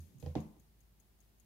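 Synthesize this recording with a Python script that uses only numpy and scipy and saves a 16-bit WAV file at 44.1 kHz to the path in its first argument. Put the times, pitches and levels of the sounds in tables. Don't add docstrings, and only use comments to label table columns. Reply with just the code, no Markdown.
import sys
import numpy as np
from scipy import signal
from scipy.fft import rfft, irfft
from scipy.io import wavfile

SR = 44100
rng = np.random.default_rng(int(sys.argv[2]) if len(sys.argv) > 2 else 0)


def bounce(signal):
    frames = np.transpose(np.atleast_2d(signal))
    limited = np.clip(frames, -1, 1)
    pcm = np.round(limited * 32767).astype(np.int16)
    wavfile.write(sys.argv[1], SR, pcm)


N = 63945
FFT_SIZE = 2 ** 16
TIME_S = np.arange(N) / SR
FREQ_HZ = np.fft.rfftfreq(FFT_SIZE, 1 / SR)

# (frequency [Hz], relative density [dB])
RUMBLE_SPECTRUM = [(20, -32), (38, -15.5), (60, -9), (120, -11), (200, -15), (270, -24.5), (385, -20.5),
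                   (480, -29), (720, -27), (1300, -33.5), (4900, -36.5), (7000, -39), (15500, -36)]
HISS_SPECTRUM = [(500, -14), (2000, -1.5), (7000, -14.5), (12000, 1.5), (16000, -1.5)]
RUSTLE_SPECTRUM = [(40, -23), (85, 3), (190, 2), (320, -11), (520, -16.5), (800, -35), (2000, -37),
                   (8000, -42)]
# (frequency [Hz], left-right correlation [0..1])
MIC_CORRELATION = [(60, .85), (130, 0.52), (290, 0.77), (640, 0.16), (1400, 0), (15000, 0)]
# (time [s], level [dB])
RUSTLE_ENVELOPE = [(0, -70.5), (.1, -64.5), (.19, -61.5), (.215, -62.5), (.33, -72), (.52, -105)]

# (time [s], then strength in each of six bands [dB])
TABLE_BUMPS = [(-.028, -2, -22, -30, -35, -47, -51), (.144, -30, -16.5, -42.5, -56, -46, -62),
               (0.2262, -1, -7.5, -31, -9, -21, -15.5), (0.2619, 1.5, -9, -26, -4, -18, -12.5),
               (.3533, -0.5, 0, -3, 0, -2, -4.5), (0.566, -29, -38, -34.5, -34, -40, -36.5)]
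BUMP_BANDS_HZ = [81, 150, 290, 520, 850, 2500]
# (frequency [Hz], relative level [dB])
PUSH_SPECTRUM = [(60, -25), (200, -14), (380, -11), (520, -1.5), (640, -5.5), (800, -3), (1050, -14),
                 (1500, -30.5), (2500, -34), (6000, -34), (15000, -77)]
THUD_SPECTRUM = [(60, -13), (150, -12.5), (300, 8.5), (550, -6.5), (800, 2), (1100, -30), (1500, -22),
                 (4000, -65)]
CRACK_SPECTRUM = [(500, -29), (1400, 2.5), (2500, -2), (3500, 3.5), (5200, -1.5), (7000, -6.5), (9500, -18),
                  (15000, -29)]
ECHO_SPECTRUM = [(60, -30), (150, 10), (300, 5), (600, -3.5), (1000, -4), (1400, -16.5), (2500, -13),
                 (4500, -19), (6500, -21.5), (9000, -32), (15000, -35)]
# (frequency [Hz], level [dB], t60 [s], left minus right [dB])
TABLE_MODES = [(81.75, -29, 0.21, -2), (139.6, -23, 0.12, -7.5), (160.3, -37, .42, -0.5),
               (216.8, -32, .32, 1.5), (292.5, -17.5, 0.076, -4.5), (304, -41.5, 0.38, 1.5),
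               (381.5, -37, 0.15, 6.5), (498, -42, 0.14, -15), (546.6, -44, 0.13, -4),
               (614, -42.5, 0.047, -19), (717.3, -48, 0.2, 3), (776, -34, 0.046, -2.5),
               (1033, -54.5, 0.27, 5), (1950, -55, 0.036, -6), (2470, -52.5, 0.024, 3),
               (3230, -51.5, 0.032, 6), (4655, -45.5, 0.0083, -11)]
# (frequency [Hz], t60 [s], left minus right [dB])
ECHO_BANDS = [(101, 0.59, 4), (300, 0.48, -0.5), (925, 0.47, -1.5), (2550, 0.31, 5), (9100, 0.31, 8.5)]

# (time [s], click [dB], case ring [dB], shimmer [dB], contacts before drop [dB])
WATCH_BEATS = [(.0036, 3, 2.5, 9, -15), (0.1984, 5, 1, 11, 7), (0.4034, 7, 5.5, 4, 0),
               (0.5973, 2, -1, -2, 0), (0.8041, 1.5, -1, -4.5, -5), (0.9996, 2.5, 1.5, -4, -6),
               (1.2036, -0.5, 1, 0, -2), (1.3988, 3, 3.5, -2, -3)]
# (time from drop [s], level [dB])
ESCAPEMENT_CONTACTS = [(-.0143, -11), (-.0074, -21), (0, -1.5), (.0036, -2.5), (.0085, -7.5)]
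# (frequency [Hz], level [dB], t60 [s])
CASE_MODES = [(6477, -60, 0.02), (6685, -60.5, 0.017), (7980, -69, 0.014), (9070, -76, .012),
              (13100, -72, .012)]
# (frequency [Hz], relative density [dB])
CLICK_SPECTRUM = [(1000, -11), (3000, -14.5), (5500, -16), (7500, -8), (9800, 5.5), (11500, -2),
                  (13500, 6.5), (16000, 2)]
SHIMMER_SPECTRUM = [(1000, -7), (3000, -4), (5800, -2), (6700, 2.5), (8000, -4.5), (10000, -1),
                    (12500, 2.5), (16000, -14.5)]


def amp(db):
    return 10 ** (np.asarray(db) / 20)


def unit_rms(x):
    return x / np.sqrt(np.mean(x ** 2) + 1e-20)


def lookup(points, hz):
    knots_hz, values = np.transpose(points)
    return np.interp(np.log(hz + 1), np.log(knots_hz + 1), values)


def decay(t60_s):
    return np.exp(-np.minimum(np.log(1000) * TIME_S / t60_s, 20))


def pan(side_db):
    return amp(np.array([[side_db], [-side_db]]) / 2)


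def colour(x, gain):
    return irfft(rfft(x, FFT_SIZE) * gain)[..., :N]


def causal(x, gain):
    cepstrum = irfft(np.log(gain + 1e-6))
    cepstrum[1:] *= 2
    cepstrum[FFT_SIZE // 2:] = 0
    return colour(x, np.exp(rfft(cepstrum)))


def noise(spectrum):
    return unit_rms(colour(rng.standard_normal((2, N)), amp(lookup(spectrum, FREQ_HZ))))


def diffuse_noise(spectrum):
    left, other = noise(spectrum)
    correlation = lookup(MIC_CORRELATION, FREQ_HZ)
    right = colour(left, correlation) + colour(other, np.sqrt(1 - correlation ** 2))
    return np.array([left, right])


def burst(spectrum, gain, t60_s):
    puff = rng.standard_normal((2, N)) * decay(t60_s)
    return causal(puff, unit_rms(amp(lookup(spectrum, FREQ_HZ))) * gain)


def add(mix, start_s, sound):
    at = round(start_s * SR)
    if abs(at) < N:
        mix[:, max(at, 0):N + min(at, 0)] += sound[:, max(-at, 0):N - max(at, 0)]


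def background(rumble_db=-70, hum_hz=54, hum_db=-66.5, waver_hz=5, waver_depth=0.15, hiss_db=-82.5):
    waver = unit_rms(colour(rng.standard_normal(N), np.exp(-FREQ_HZ / waver_hz)))
    hum = amp(hum_db) * (1 + waver_depth * waver) * np.sin(2 * np.pi * hum_hz * TIME_S)
    rumble = amp(rumble_db) * diffuse_noise(RUMBLE_SPECTRUM)
    return rumble + hum + amp(hiss_db) * noise(HISS_SPECTRUM)


def handling():
    level_db = np.interp(TIME_S, *np.transpose(RUSTLE_ENVELOPE))
    return amp(level_db) * diffuse_noise(RUSTLE_SPECTRUM)


def room_tail(force_gain, gain_db=-42, rise_s=0.0057):
    echoes = colour(diffuse_noise(ECHO_SPECTRUM), force_gain)
    centres_hz = [band[0] for band in ECHO_BANDS]
    tail = np.zeros((2, N))
    for weights, (_, t60_s, side_db) in zip(np.eye(len(centres_hz)), ECHO_BANDS):
        band_gain = lookup(list(zip(centres_hz, weights)), FREQ_HZ)
        tail += colour(echoes, band_gain) * decay(t60_s) * pan(side_db)
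    return amp(gain_db) * tail * (1 - np.exp(-TIME_S / rise_s))


def table_ring(force_spectrum, swell_cycles=1.56):
    ring = np.zeros((2, N))
    for hz, level_db, t60_s, side_db in TABLE_MODES:
        gain = amp(level_db + lookup(force_spectrum, hz)) * pan(side_db)
        swell = (1 - np.exp(-TIME_S * hz / swell_cycles)) ** 2
        ring += gain * swell * decay(t60_s) * np.sin(2 * np.pi * hz * TIME_S)
    return ring


def bumps(push_db=-1, thud_db=-35, crack_db=-40):
    out = np.zeros((2, N))
    push_gain = amp(push_db + lookup(PUSH_SPECTRUM, FREQ_HZ))
    for start_s, *strengths_db in TABLE_BUMPS:
        force_spectrum = list(zip(BUMP_BANDS_HZ, strengths_db))
        force_gain = amp(lookup(force_spectrum, FREQ_HZ))
        push = pan(side_db=-3.5) * causal(signal.unit_impulse(N), force_gain * push_gain)
        thud = amp(thud_db) * pan(side_db=-17) * burst(THUD_SPECTRUM, force_gain, t60_s=0.035)[0]
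        crack = amp(crack_db) * pan(side_db=5.5) * burst(CRACK_SPECTRUM, force_gain, t60_s=0.012)
        add(out, start_s, push + thud + crack + table_ring(force_spectrum) + room_tail(force_gain))
    return out


def case_ring():
    return sum(amp(level_db) * decay(t60_s) * np.sin(2 * np.pi * (hz * TIME_S + rng.random()))
               for hz, level_db, t60_s in CASE_MODES)


def watch(click_base_db=-58.5, shimmer_base_db=-75, rise_s=0.0005,
          contact_right_db=-25, shimmer_right_db=-10):
    out = np.zeros((2, N))
    attack = 1 - np.exp(-TIME_S / rise_s)
    for beat_s, click_db, ring_db, shimmer_db, before_drop_db in WATCH_BEATS:
        for offset_s, contact_db in ESCAPEMENT_CONTACTS:
            click = amp(click_base_db + click_db) * noise(CLICK_SPECTRUM) * decay(t60_s=0.012)
            strength = amp(contact_db + before_drop_db * (offset_s < 0))
            contact = strength * attack * (click + amp(ring_db) * case_ring())
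            add(out, beat_s + offset_s, amp([[0], [contact_right_db]]) * contact)
        shimmer = amp(shimmer_base_db + shimmer_db) * noise(SHIMMER_SPECTRUM) * decay(t60_s=0.77)
        add(out, beat_s, amp([[0], [shimmer_right_db]]) * shimmer)
    return out


def scene():
    return watch() + bumps() + handling() + background()


def record(dry, cutoff_hz=15800):
    taps = signal.firwin(511, cutoff_hz, window=("kaiser", 9), fs=SR)
    return signal.oaconvolve(dry, taps[None], "same")


dry = scene()
out = record(dry)
bounce(out)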